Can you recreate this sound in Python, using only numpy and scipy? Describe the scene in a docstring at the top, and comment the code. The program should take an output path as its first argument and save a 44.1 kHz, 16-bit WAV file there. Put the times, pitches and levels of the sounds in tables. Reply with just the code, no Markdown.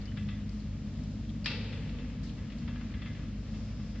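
"""A heavy steel sliding gate, some metres away in a walled industrial yard.
It knocks twice, its drive takes up the slack with one bright clank that sets the frame booming,
and it rolls off, wheels growling and loose bars rattling. Each blow is a noise burst plus ringing
steel modes, and the walls answer with a diffuse tail. Underneath sit a low, wavering drone
and a bed of machinery rumble, hum and yard air."""
import sys
import numpy as np
from scipy import signal
from scipy.fft import rfft, irfft, next_fast_len
from scipy.io import wavfile
from scipy.ndimage import map_coordinates

SR = 44100
rng = np.random.default_rng(int(sys.argv[2]) if len(sys.argv) > 2 else 0)


def bounce(signal):
    """Save signal as a 16-bit WAV file at the path given by the first command-line argument."""
    frames = np.transpose(np.atleast_2d(signal))
    limited = np.clip(frames, -1, 1)
    pcm = np.round(limited * 32767).astype(np.int16)
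    wavfile.write(sys.argv[1], SR, pcm)


N = 176400


def amp(db):
    """Decibels to gain."""
    return 10 ** (np.asarray(db) / 20)


def unit(x):
    """Scale to rms 1."""
    return x / np.sqrt(np.mean(x ** 2) + 1e-20)


def along(points, hz):
    """Read a (frequency, value) curve on a log frequency axis."""
    freqs, values = np.transpose(points)
    return np.interp(np.log(hz + 1), np.log(freqs + 1), values)


def wobble(rate):
    """Smooth random modulation, rate knots a second."""
    return map_coordinates(rng.standard_normal(1024), [np.arange(N) * rate / SR + 2], mode="mirror")


def attack(t, rise_s):
    """Onset envelope with time constant rise_s."""
    return 1 - np.exp(-t / rise_s)


def fade(t, t60):
    """Exponential decay, 60 dB down after t60 seconds."""
    return np.exp(-np.log(1000) * t / t60)


def add(out, s, sound):
    """Mix a sound in at time s."""
    part = out[:, max(round(s * SR), 0):]
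    part[:, :sound.shape[1]] += sound[:, :part.shape[1]]


def filtered(x, response):
    """EQ x with a gain that is a function of frequency."""
    n = x.shape[-1]
    padded = next_fast_len(n + 8192)
    return irfft(rfft(x, padded) * response(np.fft.rfftfreq(padded, 1 / SR)), padded)[..., :n]


def panned(x, pan):
    """Lean a sound to the left, by a different amount at each frequency."""
    return filtered(x, lambda hz: amp(along(pan, hz) * np.array([[.5], [-.5]])))


# Stereo image of the noise (frequency [Hz], left-right correlation [-1..1])
CORRELATION = [(130, 0.99), (350, 0.96), (700, 0.88), (1400, 0.74), (2800, 0.67), (3800, 0.3),
               (4800, 0.049), (6000, -0.34), (7500, -0.46)]
def noise(colour_db, size):
    """Stereo noise of rms 1, centred in the bass and wide in the treble."""
    def mid_side_gains(hz):
        angle = np.arccos(np.clip(along(CORRELATION, hz), -1, 1)) / 2
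        return amp(colour_db(hz)) * [np.cos(angle), np.sin(angle)]
    mid, side = filtered(rng.standard_normal((2, size)), mid_side_gains)
    return unit(np.array([mid + side, mid - side]))


def rush(colour, size):
    """Noise shaped by an EQ curve."""
    return noise(lambda hz: along(colour, hz), size)


def band(centre_hz, octaves, size):
    """Noise in one resonance."""
    return noise(lambda hz: -20 * np.log10(1 + (np.log2((hz + 1) / centre_hz) / octaves) ** 2 / 2), size)


# Machinery hum lines (frequency [Hz], level [dB], phase wander [rad])
HUM_LINES = [(50.3, -45, 0.15), (100.37, -45, 0.071), (149.4, -52.5, 0.05), (207, -52.5, 2.7),
             (255, -58.5, 0.58), (300.1, -58.5, 0.1)]
# EQ of the machinery rumble and of the yard air (frequency [Hz], gain [dB])
RUMBLE_EQ = [(20, -31.5), (31, -13.5), (43, -15.5), (49, -0.5), (60, 4.5), (88, 0.5), (112, -2.5), (140, 0),
             (175, -4.5), (215, 1.5), (255, -6.5), (265, -16), (295, -15.5), (320, -24), (400, -42),
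             (600, -68.5)]
AIR_EQ = [(190, -42), (330, -4.5), (400, -4.5), (460, -2.5), (580, -4.5), (640, -6.5), (800, -13.5),
          (1150, -16), (1700, -18.5), (3600, -17), (5300, -17.5), (5900, -20.5), (7400, -24), (8200, -41),
          (10000, -80.5)]
def machinery(rumble_db=-41.5, air_db=-57, waver_db=0.5):
    """The bed: steady rumble, wavering hum lines and the air of the yard."""
    t = np.arange(N) / SR
    hum = np.zeros(N)
    for hz, db, wander in HUM_LINES:
        peak = np.sqrt(2) * amp(db + waver_db * wobble(7.2))
        hum += peak * np.sin(2 * np.pi * hz * t + wander * wobble(6))
    air = amp(air_db + 0.83 * wobble(8)) * rush(AIR_EQ, N)
    return hum + amp(rumble_db) * rush(RUMBLE_EQ, N) + air


# Pitch and level automation of the drone (time [s], pitch [Hz], level [dB])
DRONE_PATH = [(0, 208.8, -53), (.2, 204, -43), (0.701, 207, -43), (1.053, 215.4, -46), (1.5, 214.4, -47.5),
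              (1.852, 223.1, -45.5), (2.397, 221.9, -56.5), (2.717, 238, -43), (3.051, 238.2, -47.5),
              (3.298, 211.6, -46.5), (4, 215.5, -46.5)]
def drone(wander_rad=0.85, waver_db=2.0):
    """A low, wavering tone that rises a little while the gate travels, then sinks back."""
    t = np.arange(N) / SR
    s, hz, db = np.transpose(DRONE_PATH)
    phase = 2 * np.pi * np.cumsum(np.interp(t, s, hz)) / SR + wander_rad * wobble(12)
    return np.sqrt(2) * amp(np.interp(t, s, db) - waver_db * wobble(5.4)) * np.sin(phase)


# Fader ride of the wheel growl (time [s], level [dB])
GROWL_RIDE = [(0, -69), (.8, -48), (1.5, -43.5), (2.2, -43.5), (2.8, -47.5), (3.3, -45), (4, -55.5)]
# EQ of the growl (frequency [Hz], gain [dB])
GROWL_EQ = [(60, -32.5), (130, -2), (200, -2), (245, 0.5), (275, -7), (330, -17.5), (420, -34),
            (600, -25.5), (900, -61.5)]
def wheel_growl():
    """The low growl of the wheels swells and eases off."""
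    t = np.arange(N) / SR
    return amp(np.interp(t, *np.transpose(GROWL_RIDE))) * rush(GROWL_EQ, N)


# Fader ride of the rolling on the track (time [s], level [dB])
ROLL_RIDE = [(0, -62.5), (1.5, -68), (1.9, -62.5), (2.4, -62.5), (3.0, -60), (3.4, -62.5), (4, -63.5)]
# EQ of steel contact noise, for rolling and knocks (frequency [Hz], gain [dB])
CONTACT_EQ = [(400, -14.5), (850, -13), (1200, -0.5), (1450, -4.5), (1750, -1.5), (2050, -2.5), (2350, -3),
              (2750, -3.5), (3550, -8), (3850, -11), (5300, -15.5), (5900, -33), (7800, -45),
              (10000, -71.5)]
def rolling(jitter_db=2, hiss_db=-68.5, hiss_start_s=3.308, hiss_rise_s=0.25):
    """The wheels keep the steel trembling; a thin hiss joins late."""
    t = np.arange(N) / SR
    level_db = np.interp(t, *np.transpose(ROLL_RIDE)) + jitter_db * wobble(40)
    tremble = amp(level_db) * rush(CONTACT_EQ, N)
    hiss = amp(hiss_db) * band(centre_hz=5170, octaves=0.099, size=N)
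    return tremble + hiss * np.clip((t - hiss_start_s) / hiss_rise_s, 0, 1)


# Ticks and scuffs (time [s], level [dB], centre [Hz], width [octaves], t60 [s])
TICK_CUES = [(.012, -53.5, 4400, 0.075, 0.059), (0.055, -49.5, 4700, 0.096, 0.055),
             (.056, -56, 2070, 0.13, 0.071), (.076, -51, 3010, 0.012, 0.18),
             (0.118, -48, 1800, 0.23, 0.037), (.491, -51.5, 4830, 0.17, 0.041),
             (0.518, -64, 4900, 0.29, 0.57), (0.594, -59.5, 4400, 0.12, 0.22),
             (0.988, -50.5, 1920, 0.32, 0.033), (1.035, -54.5, 5070, 0.26, 0.036),
             (1.25, -46.5, 2300, 0.45, 0.015), (1.291, -51, 3400, 0.16, 0.05),
             (1.299, -48.5, 3140, 0.38, 0.03), (1.4433, -41.5, 4750, 0.092, 0.063),
             (1.443, -47, 2130, 0.38, 0.099), (2.23, -56.5, 4640, 0.29, 0.41),
             (2.265, -57, 4000, 0.13, 0.33), (2.293, -49, 3220, 0.16, 0.061),
             (2.581, -57.5, 4250, 0.2, .15)]
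def ticks(attack_s=0.0013):
    """Light contacts, each in one short resonance, the loudest just before the clank."""
    out, t = np.zeros((2, N)), np.arange(SR // 2) / SR
    for s, db, hz, octaves, t60 in TICK_CUES:
        add(out, s, amp(db) * band(hz, octaves, len(t)) * fade(t, t60) * attack(t, attack_s))
    return out


# Reverb time of the walled yard (frequency [Hz], t60 [s])
YARD_DECAY = [(300, 1.5), (1200, 2.9), (2500, 2.7), (4000, 1.7), (7000, .65)]
def yard_tail(colour, size):
    """The walls answer with a diffuse tail whose treble dies first."""
    hz, t, spectrum = signal.stft(rush(colour, size), SR, nperseg=256)
    decay = fade(t, along(YARD_DECAY, hz)[:, None])
    return signal.istft(spectrum * decay, SR, nperseg=256)[1][:, :size]


def steel(modes, t, detune_hz, neighbour_db, wide_hz=4760):
    """Ringing steel: each mode beats against two weaker neighbours, differently on every strike."""
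    ring = np.zeros((2, len(t)))
    for hz, db, t60 in modes:
        envelope = amp(db) * fade(t, t60)
        for k, (start, detune, spread) in enumerate(rng.standard_normal((3, 3))):
            gain, pitch = (amp(neighbour_db), hz + detune_hz * detune) if k else (1, hz)
            # Modes near wide_hz reach the two ears about a radian apart.
            phase = np.pi * start + np.array([[spread], [-spread]]) * (hz / wide_hz) ** 2 / 2
            ring += gain * envelope * np.sin((2 * np.pi * pitch * t + phase).astype(np.float32))
    return ring


# Lurches of the gate (time [s], level [dB])
THUD_CUES = [(0.1712, -37.5), (0.288, -45), (1.727, -36.5)]
# EQ of a thud (frequency [Hz], gain [dB])
THUD_EQ = [(60, -29.5), (85, -10), (102, 7.5), (125, -3.5), (150, -5.5), (200, -10), (280, -55)]
def thuds(attack_s=0.0018, t60=1):
    """The whole gate lurches under its first three knocks, adding dull low-end weight."""
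    out, t = np.zeros((2, N)), np.arange(SR) / SR
    for s, db in THUD_CUES:
        add(out, s, amp(db) * rush(THUD_EQ, len(t)) * fade(t, t60) * attack(t, attack_s))
    return out


# Loose knocks (time [s], level [dB], tail send [dB], tilt [dB/octave], ring focus [Hz])
KNOCK_CUES = [(0.1718, -46, -7, 3.5, 2950), (.287, -47.5, -3.5, 6, 3600), (1.727, -45, -7.5, 5.5, 3030),
              (1.892, -48.5, -18.5, 4.5, 2700), (1.986, -49.5, -9, 2, 2700), (2.099, -52, -21, 1, 2700),
              (2.381, -52.5, -4.5, -9, 1200), (2.501, -50, -20, 2.5, 1700), (2.52, -51, -16, 7, 3300),
              (2.678, -46.5, -11.5, 1, 2500), (2.684, -49.5, -8, -3.5, 1200), (2.759, -48, -13, -3.5, 1600),
              (2.811, -48.5, -16, -3, 2350), (2.939, -49, -6.5, 0, 1850), (3.019, -48, -3.5, 2.5, 3200),
              (3.06, -49.5, -5.5, -0.5, 1780), (3.149, -52, -12, -1, 2000), (3.191, -52.5, -14, -3, 2000),
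              (3.54, -56, -6.5, -2.5, 2450), (3.686, -53.5, -16, -6, 1200), (3.796, -52.5, -8, -8.5, 1200),
              (3.955, -53, -8, -2, 1700)]
# Modes of the loose bars (frequency [Hz], level [dB], t60 [s])
BAR_MODES = [(1160, -6, 0.38), (1340, -8, 0.25), (1695, -1.5, 0.51), (1975, -1, 0.47), (2078, -4, 0.68),
             (2300, -12, 0.4), (2640, -5, 0.3), (2680, -2.5, 0.34), (3190, -4.5, 0.27), (3400, -7, 0.41),
             (3510, -6.5, 0.42)]
def knocks(contact_t60=0.075, attack_s=0.00033, ring_db=-6.5, yard_db=-7, focus_db=4.5, focus_oct=0.39):
    """The gate rattles; where each knock lands decides which of the loose bars ring most."""
    out, t = np.zeros((2, N)), np.arange(3 * SR // 4) / SR
    for s, db, tail_db, tilt_db, focus_hz in KNOCK_CUES:
        colour = [(hz, level + tilt_db * np.log2(min(hz, 3500) / 2000)) for hz, level in CONTACT_EQ]
        bars = [(hz, level + focus_db * np.exp(-(np.log2(hz / focus_hz) / focus_oct) ** 2), t60)
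                for hz, level, t60 in BAR_MODES]
        ring = amp(ring_db) * steel(bars, t, detune_hz=27.3, neighbour_db=-5)
        reverb = amp(yard_db) * yard_tail(colour, len(t)) * fade(t, t60=1.6)
        contact = rush(colour, len(t)) * fade(t, contact_t60)
        add(out, s, amp(db) * (contact + amp(tail_db) * (ring + reverb)) * attack(t, attack_s))
    return out


# Jolts of the frame: the clank and its rebound (time [s], level [dB])
JOLT_CUES = [(1.4582, -59), (1.509, -50.5)]
# EQ of the frame's boom (frequency [Hz], gain [dB])
FRAME_EQ = [(250, -21), (370, -11), (450, 6.5), (560, -0.5), (680, -15), (900, -6.5), (1500, -54.5)]
def frame_boom(attack_s=0.0018, thump_db=9.5, thump_t60=0.036, boom_t60=3.3):
    """The heavy frame is jolted by the clank and rebounds harder: a short thump, then a long boom."""
    out, t = np.zeros((2, N)), np.arange(2 * SR) / SR
    envelope = (fade(t, boom_t60) + amp(thump_db) * fade(t, thump_t60)) * attack(t, attack_s)
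    for s, db in JOLT_CUES:
        add(out, s, amp(db) * rush(FRAME_EQ, len(t)) * envelope)
    return out


# Blows within the clank (time [s], level [dB], ring send [dB])
CLANK_CUES = [(1.4583, -28.5, -12), (1.4645, -39.5, -15.5), (1.503, -42.5, -10), (1.514, -40, -14)]
# EQ of the crash (frequency [Hz], gain [dB])
CLANK_EQ = [(400, -37), (700, -21), (850, -9), (1020, -19), (1250, -10.5), (1520, -10), (2000, -6.5),
            (2660, -4.5), (2860, -6.5), (3300, -5.5), (4000, -5.5), (4900, -7), (5400, -12), (5800, -20.5),
            (8000, -38)]
# Modes of the drive and frame (frequency [Hz], level [dB], t60 [s])
DRIVE_MODES = [(840, -16, 0.14), (1188, -16.5, 0.62), (1412, -24, 0.47), (1780, -13, .45), (1948, -6, 0.59),
               (2400, -11.5, 1.2), (2404, -5, 0.35), (2630, -4.5, 0.76), (2706, 5, 0.22), (3260, 3, 0.15),
               (3590, -14, 0.8), (3740, 3, 0.12), (3920, -2, 0.096), (4300, -6, 0.18), (4870, -5, 0.33)]
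def clank(attack_s=0.00088, crash_t60=0.049, mesh_db=-11, mesh_t60=0.59, yard_db=-18):
    """The main hit: the drive takes up its slack; quick blows crash, shake the mesh and ring the steel."""
    out, t = np.zeros((2, N)), np.arange(2 * SR) / SR
    envelope = fade(t, crash_t60) + amp(mesh_db) * fade(t, mesh_t60)
    for s, db, ring_db in CLANK_CUES:
        crash = envelope * rush(CLANK_EQ, len(t))
        ring = amp(ring_db) * steel(DRIVE_MODES, t, detune_hz=26.4, neighbour_db=-9)
        reverb = amp(yard_db) * yard_tail(CLANK_EQ, len(t)) * attack(t, rise_s=0.014)
        add(out, s, amp(db) * (crash + ring + reverb) * attack(t, attack_s))
    return out


# Pan of the gate and bed buses (frequency [Hz], left over right [dB])
GATE_BUS_PAN = [(400, 1), (1400, 1.5), (2800, 2), (5000, 5.5)]
BED_BUS_PAN = [(30, 1.3), (75, 0.5), (130, 0.5), (175, 2.5), (250, 0), (500, .5), (1500, 3), (4000, 1.5),
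               (7000, 1.5)]
def scene():
    """The gate over its low bed, both leaning a little to the left."""
    gate = clank() + frame_boom() + thuds() + knocks() + ticks() + rolling()
    bed = machinery() + drone() + wheel_growl()
    return panned(gate, GATE_BUS_PAN) + panned(bed, BED_BUS_PAN)


def record(dry):
    """A brick-wall low-pass on the master."""
    cutoff_hz = 8200
    return filtered(dry, lambda hz: 1 / np.sqrt(1 + (hz / cutoff_hz) ** 120))


dry = scene()
out = record(dry)
bounce(out)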